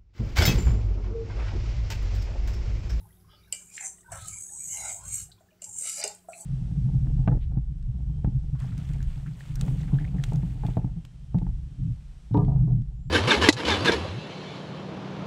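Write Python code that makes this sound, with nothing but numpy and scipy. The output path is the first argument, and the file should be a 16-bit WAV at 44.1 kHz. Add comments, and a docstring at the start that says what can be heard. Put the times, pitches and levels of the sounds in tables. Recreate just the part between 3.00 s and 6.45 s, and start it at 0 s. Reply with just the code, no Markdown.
"""Stirring syrup in a metal pan

A long steel spatula stirs boiling syrup in a pan on a clay wood stove in a yard. Its edge sticks and slips:
random clicks ring the blade, the pan and its hollow, with gliding squeaks, sharp taps, knocks and ringing tones.
Bubbles are short rising tones over a noise fizz, and a filtered noise tail makes the yard's echo.
Behind them are swells of low noise as a rumble, wavering tones as a far-off hum, and soft noise as still air."""
import sys
import numpy as np
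from scipy import signal
from scipy.fft import rfft, irfft, next_fast_len
from scipy.io import wavfile
from scipy.ndimage import map_coordinates

SR = 44100
rng = np.random.default_rng(int(sys.argv[2]) if len(sys.argv) > 2 else 0)


def inscribe(sig):
    """Save sig as 16-bit PCM at rate SR to the path in sys.argv[1].

    A 1-D sig is mono; a 2-D sig holds one channel per row.
    Samples are clipped to [-1, 1] before scaling.
    """
    pcm = np.round(np.clip(np.atleast_2d(sig).T, -1, 1) * 32767)
    wavfile.write(sys.argv[1], SR, pcm.astype(np.int16))


N = 152145  # length of the scene in samples

# Tones the steel blade rings at. Each row: pitch in Hz, width in Hz (wider dies faster), strength in dB.
BLADE_MODES = [(5813, 33, -10), (6194, 220, -8), (6667, 140, -5.5), (7050, 79, -6), (7437, 105, 1),
               (7795, 114, -5), (8107, 174, -1), (8510, 136, -6), (8940, 590, -14.5), (9800, 1360, -20),
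               (11010, 660, -21.5), (12430, 500, -24), (14000, 2300, -29.5)]
BLADE_LOW_HZ, PAN_LOW_HZ = 6300, 1177  # each body radiates little below this
BLADE_DRIFT = 0.008  # random detuning of each tone, as a share of its pitch


def amp(db):
    """Turn decibels into a gain."""
    return 10 ** (np.asarray(db) / 20)


def unit(x):
    """Scale a sound to an rms (average strength) of 1."""
    return x / np.sqrt(np.mean(x ** 2) + 1e-20)


def along(points, hz):
    """Read a curve of (Hz, value) points at the given pitches, on a log pitch axis."""
    point_hz, value = np.transpose(points)
    return np.interp(np.log(hz + 1), np.log(point_hz + 1), value)


def level(rows):
    """Turn (seconds, dB) rows into a gain per sample, practically silent outside them."""
    s, db = np.transpose(rows)
    return amp(np.interp(np.arange(N) / SR, s, db, left=-120, right=-120))


def wobble(rate, size=N):
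    """Make a smooth random curve through `rate` random points a second."""
    knots = rng.standard_normal(2048)
    return map_coordinates(knots, [np.arange(size) * rate / SR], mode="wrap")


def filtered(x, response):
    """Multiply the spectrum of x by a gain that depends on frequency."""
    size = next_fast_len(N + SR // 2)  # spare room at the end
    spectrum = rfft(x, size) * response(np.fft.rfftfreq(size, 1 / SR))
    return irfft(spectrum, size)[:N]


def noise(tone):
    """Make noise of rms 1, coloured by (Hz, dB) points."""
    return unit(filtered(rng.standard_normal(N), lambda hz: amp(along(tone, hz))))


def add(out, s, x):
    """Mix x into out, starting at s seconds."""
    i = max(0, round(s * SR))
    out[i:i + len(x)] += x[:max(0, len(out) - i)]


def slips():
    """The edge sticks and lets go: irregular clicks of either sign, stronger and weaker in clumps."""
    slips_per_s, slip_spread_db = 3000, 2.5
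    chatter_db, chatter_per_s = 2, 220
    happens = rng.random(N) < slips_per_s / SR
    size = np.minimum(rng.standard_normal(N), 2)
    push = rng.choice([-1, 1], N)
    train = happens * push * amp(slip_spread_db * size)
    return unit(train * amp(chatter_db * wobble(chatter_per_s)))


def ring(modes, drift, low_hz):
    """A body's answer to one click at one point of contact: a sum of dying tones, with energy 1."""
    mode_scatter_db = 3
    mode_rise = 5.3  # a tone builds up this many times faster than it dies
    gentle_hz = 10850  # every body's ring grows gentler above this
    hz, width, db = np.transpose(modes)[:, :, None]
    t = np.arange(SR // 20) / SR
    # Each point of contact excites the tones a little differently
    detune, scatter, side = rng.standard_normal((3, len(modes), 1))
    size = np.sign(side) * width * amp(db + mode_scatter_db * scatter)
    age = np.pi * np.abs(width) * t
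    envelope = np.exp(-age) * (1 - np.exp(-mode_rise * age))
    tones = np.sin(2 * np.pi * hz * (1 + drift * detune) * t)
    answer = np.sum(size * envelope * tones, axis=0)
    answer = signal.sosfilt(signal.butter(8, low_hz, "high", fs=SR, output="sos"), answer)
    answer = signal.sosfilt(signal.butter(1, gentle_hz, fs=SR, output="sos"), answer)
    return answer / np.linalg.norm(answer)


def rubbed(force, modes, drift, low_hz, count):
    """A body rubbed along a path: about `count` successive points of contact, faded into each other."""
    hop = N // count
    padded = np.pad(force, (hop, 2 * hop))
    window = np.sin(np.pi * np.arange(2 * hop) / (2 * hop))
    out = np.zeros(len(padded))
    for i in range(0, N + hop, hop):
        piece = padded[i:i + 2 * hop] * window
        add(out, i / SR, signal.fftconvolve(piece, ring(modes, drift, low_hz)))
    return out[hop:hop + N]


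def scraping():
    """The same slips drive the blade, the pan wall and the pan's hollow, each with its own loudness."""
    # Scraping strokes that rasp the blade, one list per stretch of time.
    # Each row: time in seconds, level in dB before the blade's mix gain.
    rasp = [
        [(0.56, -40), (0.58, -50.5), (0.71, -57), (0.77, -42.5), (0.776, -46.5), (0.864, -31), (0.92, -48.5),
         (1.02, -63.5), (1.05, -79)],
        [(1.05, -71), (1.098, -64), (1.12, -44.5), (1.262, -48.5), (1.278, -41), (1.49, -40.5), (1.79, -32.5),
         (1.936, -37), (2.02, -53)],
        [(2.02, -53), (2.09, -38.5), (2.096, -44), (2.15, -29.5), (2.234, -42.5), (2.25, -57), (2.334, -65),
         (2.356, -113), (2.4, -73)],
        [(2.6, -97), (2.62, -49), (2.648, -42), (2.66, -46), (2.788, -33), (3.012, -36.5), (3.03, -77),
         (3.038, -41), (3.26, -77.5)],
        [(3.26, -73), (3.272, -82), (3.288, -48), (3.32, -58.5), (3.42, -43), (3.44, -59), (3.45, -47)],
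    ]
    # Pressure that rings the pan, one list per stretch of time.
    # Each row: time in seconds, level in dB before the pan's mix gain.
    press = [
        [(0.2, -65), (0.226, -86.5), (0.306, -62), (0.514, -71), (0.524, -49.5), (0.68, -77), (0.72, -59),
         (0.746, -57.5), (0.782, -49), (0.798, -58), (0.868, -57.5), (0.994, -113), (1.03, -91)],
        [(1.03, -88), (1.068, -87), (1.102, -78), (1.12, -51.5), (1.342, -59), (1.514, -75.5), (1.784, -50),
         (1.9, -45), (1.972, -64.5), (2.2, -48.5), (2.304, -83), (2.318, -81), (2.4, -114)],
        [(2.6, -73), (2.622, -62), (2.696, -75.5), (2.862, -38.5), (2.948, -43), (3.046, -32), (3.052, -41),
         (3.276, -88.5), (3.288, -94), (3.324, -59), (3.332, -75), (3.356, -65), (3.45, -75)],
    ]
    # Drag through the syrup, heard as a hollow tone.
    # Each row: time in seconds, level in dB before the hollow's mix gain.
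    drag = [(0, -75), (.7, -77), (.8, -58), (.85, -51), (.9, -60.5), (1.03, -87), (1.1, -53.5), (1.13, -42),
            (1.19, -50.5), (1.35, -73), (1.53, -68), (1.62, -78), (1.74, -57.5), (1.78, -48), (1.89, -44),
            (2.05, -55), (2.15, -75), (2.78, -75), (2.85, -76), (2.95, -62), (3.0, -43), (3.08, -45.5),
            (3.12, -52), (3.2, -93), (3.28, -83), (3.32, -83), (3.38, -48.5), (3.45, -54)]
    # Tones of the rubbed pan. Each row: pitch in Hz, width in Hz, strength in dB.
    pan_modes = [(1315, 115, -8), (1536, 48, -3.5), (2131, 140, -4), (2396, 82, -4.5), (2664, 83, -9.5),
                 (2987, 58, 0), (3390, 48, -6.5), (3865, 103, -6), (4590, 53, 1.5), (5020, 100, -2),
                 (5694, 195, -0.5)]
    # Tones of the pan's hollow. Each row: pitch in Hz, width in Hz, strength in dB.
    hollow_modes = [(585, 27, -3.5), (676, 60, -4), (795, 52.6, -1.5), (1046, 270, -17.5)]
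    blade_mix_db, pan_mix_db, hollow_mix_db = -1, -5, -7.5
    force = slips()
    blade = rubbed(force * level(np.vstack(rasp)), BLADE_MODES, BLADE_DRIFT, BLADE_LOW_HZ, count=22)
    pan = rubbed(force * level(np.vstack(press)), pan_modes, 0.042, PAN_LOW_HZ, count=30)
    hollow = rubbed(force * level(drag), hollow_modes, 0.062, low_hz=535, count=30)
    return amp(blade_mix_db) * blade + amp(pan_mix_db) * pan + amp(hollow_mix_db) * hollow


def squeaks():
    """The edge catches and squeaks or grates: rough tones, narrow or broad, that swell, glide and fade."""
    # Each row: start in seconds, length in seconds, start pitch in Hz, end pitch in Hz,
    # flutter rate in random points a second (faster is broader), level in dB before the swell and fade.
    catches = [(0.039, 0.034, 869, 826, 120, -59), (0.259, 0.17, 1250, 1288, 151, -67),
               (.29, 0.082, 3060, 3530, 598, -62.5), (0.353, 0.065, 4400, 4680, 392, -71),
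               (0.419, 0.057, 3730, 3870, 254, -69), (0.677, .07, 2400, 2450, 397, -63),
               (0.761, 0.12, 2157, 1984, 1197, -48), (0.801, 0.078, 766, 731, 98, -54.5),
               (1.043, 0.053, 1525, 1477, 151, -55.5), (1.068, 0.064, 1017, 886, 149, -55),
               (1.101, .11, 1350, 1306, 1002, -48.5), (1.161, .2, 1280, 1292, 131, -56.5),
               (1.159, .16, 3500, 4440, 1300, -55.5), (1.28, 0.12, 2270, 2280, 220, -56),
               (1.49, 0.096, 803, 904, 128, -64.5), (1.586, 0.072, 2274, 2355, 200, -62),
               (1.681, 0.28, 2162, 2083, 251.7, -51), (1.678, .11, 2856, 3150, 248, -58.5),
               (1.75, 0.19, 800, 827, 200, -54.5), (1.758, 0.14, 4030, 3930, 250, -52.5),
               (1.808, 0.1, 1450, 1394, 302, -53.5), (1.929, 0.19, 780, 1264, 197, -60.5),
               (2.01, 0.072, 1314, 1610, 350, -62), (2.074, 0.12, 2260, 2340, 304, -59.5),
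               (2.646, 0.097, 907, 810, 117, -62), (2.972, 0.052, 562, 632, 193, -45.5),
               (3.311, 0.037, 661, 676, 101, -51), (3.337, 0.094, 690, 672, 171, -54),
               (3.384, 0.062, 4570, 4550, 202, -65.5)]
    roughness = 1.4
    out = np.zeros(N)
    for s, length, start_hz, end_hz, width, db in catches:
        n = int(length * SR)
        phase = 2 * np.pi * np.cumsum(np.linspace(start_hz, end_hz, n)) / SR
        # A complex flutter shakes both loudness and phase
        flutter = 1 + roughness * (wobble(width, n) + 1j * wobble(width, n))
        tone = unit(np.real(flutter * np.exp(1j * phase)))
        swell = np.sin(np.pi * np.arange(n) / n)
        add(out, s, amp(db) * tone * swell)
    return out


def taps():
    """The edge strikes and judders: a click and a dying burst of noise ring the blade and the wall."""
    # Sharp contacts. Each row: time in seconds, blade level in dB, pan wall level in dB.
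    contacts = [(0.5252, -24.5, -33.5), (0.547, -39, -53), (1.008, -55, -92), (1.119, -41, -80),
                (1.282, -34, -57), (1.771, -34.5, -47), (1.884, -34.5, -68), (2.6196, -39, -52.5),
                (2.6423, -37.5, -52), (2.8962, -31, -42), (3.039, -25, -33.5), (3.076, -30.5, -43),
                (3.1485, -46.5, -81)]
    # Tones of the struck pan wall. Each row: pitch in Hz, width in Hz, strength in dB.
    wall_modes = [(2030, 40, -10), (2360, 30, 2.5), (2827, 99, 3.5), (4340, 88, -4.5), (4933, 300, -3),
                  (5490, 240, -12)]
    t60_s = 0.012  # time to fall by 60 dB
    tail_db, tail_t60_s = -5, 0.053
    out, t = np.zeros(N), np.arange(SR // 4) / SR
    for s, blade_db, wall_db in contacts:
        fade = amp(-60 * t / t60_s) + amp(tail_db - 60 * t / tail_t60_s)
        judder = rng.standard_normal(len(t)) * fade
        judder[0] += 14  # the first click
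        bodies = ((BLADE_MODES, blade_db, BLADE_LOW_HZ), (wall_modes, wall_db, PAN_LOW_HZ))
        for modes, db, low_hz in bodies:
            x = signal.fftconvolve(judder, ring(modes, BLADE_DRIFT, low_hz))
            add(out, s, amp(db) * x / np.std(x[:SR // 200]))  # level set over the first 5 ms
    return out


def knocks():
    """Knocks and ringing tones of the pan: a tone and a band of noise around it die together."""
    # Low and high, short and long.
    # Each row: time in seconds, level in dB before scaling by the fade's spread, pitch in Hz,
    # time to fall by 60 dB in seconds, spread of the modes as a share of the pitch.
    pan_knocks = [(.527, -54, 608, 0.14, 0.11), (.527, -53, 2342, 0.34, 0.0065),
                  (0.528, -48, 2910, 0.26, 0.0087), (0.779, -19, 2140, 0.009, 0.11),
                  (1.119, -38, 684, 0.12, 0.049), (1.122, -45, 1720, 0.13, .05),
                  (2.317, -42.5, 4100, 0.031, 0.047), (2.406, -53, 727, .06, 0.053),
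                  (2.621, -49.5, 594, 0.066, 0.054), (2.812, -57, 557, 0.12, 0.055),
                  (2.853, -50, 606, 0.069, 0.05), (3.015, -26, 4600, 0.021, .06),
                  (3.04, -32.5, 628, 0.1, 0.092), (3.043, -37, 420, 0.15, 0.032),
                  (3.286, -34.5, 676.6, .11, .03), (3.286, -56, 1380, 0.21, 0.023),
                  (3.332, -39, 2416, 0.049, 0.028), (3.332, -58, 4140, 0.21, 0.02)]
    rise_s = 0.0015
    out, t = np.zeros(N), np.arange(SR // 4) / SR
    for s, db, hz, t60, spread in pan_knocks:
        edges_hz = hz * np.exp(np.array([-2, 2]) * abs(spread))
        band = signal.butter(2, edges_hz, "band", fs=SR, output="sos")
        # The first half lets the filter settle and is thrown away
        cluster = unit(signal.sosfilt(band, rng.standard_normal(2 * len(t)))[len(t):])
        fade = amp(-60 * t / t60) * (1 - np.exp(-t / rise_s))
        knock = (np.sin(2 * np.pi * hz * t) + 1.04 * cluster) * fade
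        add(out, s, amp(db) * unit(knock) * np.std(fade))
    return out


def bubbles():
    """Small bubbles burst at random times, each a short tone with a slight rise in pitch."""
    bubbles_per_s, middle_hz = 120, 1500
    quietest_db, range_db = -75, 22
    cycles = 55  # swings of the tone before it has fallen by 60 dB
    out, t = np.zeros(N), np.arange(SR // 16) / SR
    for when, pitch, size in rng.random((int(bubbles_per_s * N / SR), 3)):
        hz = middle_hz * 2.6 ** (2 * pitch - 1)
        age = t * hz / cycles
        tone = np.sin(2 * np.pi * hz * t * (1 + 0.016 * np.minimum(age, 1)))
        fade = amp(-60 * age) * (1 - np.exp(-0.3 * t * hz))
        add(out, when * N / SR, amp(quietest_db + range_db * size ** 2) * tone * fade)
    return out


def fizz():
    """The syrup's fine fizz: high noise whose loudness flickers quickly."""
    # Loudness of the fizz. Each row: time in seconds, level in dB.
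    fizz_level = [(0, -65.5), (.2, -69.5), (.28, -78), (.45, -74), (.6, -66), (1.5, -85), (2.3, -82),
                  (2.4, -86), (2.58, -93), (2.7, -75), (3.45, -74)]
    # Colour of the fizz. Each row: frequency in Hz, relative level in dB.
    fizz_tone = [(3000, -35), (8800, -11), (9700, -5.5), (10800, -2), (13000, -6), (16000, -11.5)]
    flicker = amp(3.3 * wobble(560))
    return level(fizz_level) * unit(noise(fizz_tone) * flicker)


def yard(x):
    """A short echo from walls and paved ground: a noise tail that dies at its own rate in each band."""
    # Each row: frequency in Hz, time for the echo to fall by 60 dB in seconds.
    echo_t60 = [(200, 0.22), (2000, 0.28), (8000, .22), (15000, 0.28)]
    hz, t, bands = signal.stft(rng.standard_normal(SR // 2), SR, nperseg=256)
    fade = amp(-60 * t / along(echo_t60, hz)[:, None])
    tail = signal.istft(bands * fade, SR, nperseg=256)[1]
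    late = np.pad(x, (SR // 200, 0))  # the echo starts 5 ms late
    return signal.fftconvolve(late, tail / np.linalg.norm(tail))[:N]


def rumble():
    """A low rumble that comes and goes: deep noise in swells, with its lowest part removed."""
    # Swells. Each row: time in seconds, level in dB before the low cut.
    swells = [(0, -36), (.1, -50), (.17, -56), (.25, -47.5), (.29, -40.5), (.34, -55), (1.05, -60),
              (1.14, -37.5), (1.37, -45), (1.46, -58.5), (1.69, -48), (1.95, -50.5), (2.1, -36),
              (2.24, -41), (2.37, -57.5), (2.59, -66), (2.69, -53), (2.9, -61.5), (3.45, -64.5)]
    # Colour of the rumble. Each row: frequency in Hz, relative level in dB before the low cut.
    rumble_tone = [(20, -36), (32, 16), (46, -28.5), (57, 3), (70, -15.5), (102, -1.5), (135, -17.5),
                   (157, -9), (200, -30), (300, -51.5), (600, -71)]
    low_hz = 42.6
    return filtered(level(swells) * noise(rumble_tone), lambda hz: (1 - np.exp(-(hz / low_hz) ** 4)) ** 2)


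def distant_hum():
    """Something hums far off: steady tones that waver slowly in loudness and phase."""
    # Each row: pitch in Hz, middle level in dB.
    hum_tones = [(180, -68.5), (364, -79), (409, -81.5)]
    waver_db, waver_radians = 1.9, 1.18
    t, out = np.arange(N) / SR, np.zeros(N)
    for hz, db in hum_tones:
        gain = amp(db + waver_db * wobble(6.29)) * np.sqrt(2)  # root 2 makes it an rms level
        out += gain * np.sin(2 * np.pi * hz * t + waver_radians * wobble(3.95))
    return out


def still_air():
    """Still air: soft, steady coloured noise."""
    # Each row: frequency in Hz, relative level in dB.
    air_tone = [(150, -5), (200, 0), (264, -8), (400, -5.5), (550, -15), (820, -23), (1300, -14),
                (2500, -23), (6000, -22), (10800, -28.5), (16000, -21.5)]
    return amp(-69) * noise(air_tone)


def scene():
    """Add up the pan, its echo and the background."""
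    pan = scraping() + squeaks() + taps() + knocks() + bubbles() + fizz()
    echo = amp(-9) * yard(pan)
    background = rumble() + distant_hum() + still_air()
    return (pan + echo + background)[None]


def record(dry):
    """Keep nothing above the band limit."""
    top_hz = 15700
    return filtered(dry[0], lambda hz: hz < top_hz)[None]


dry = scene()
out = record(dry)
inscribe(out)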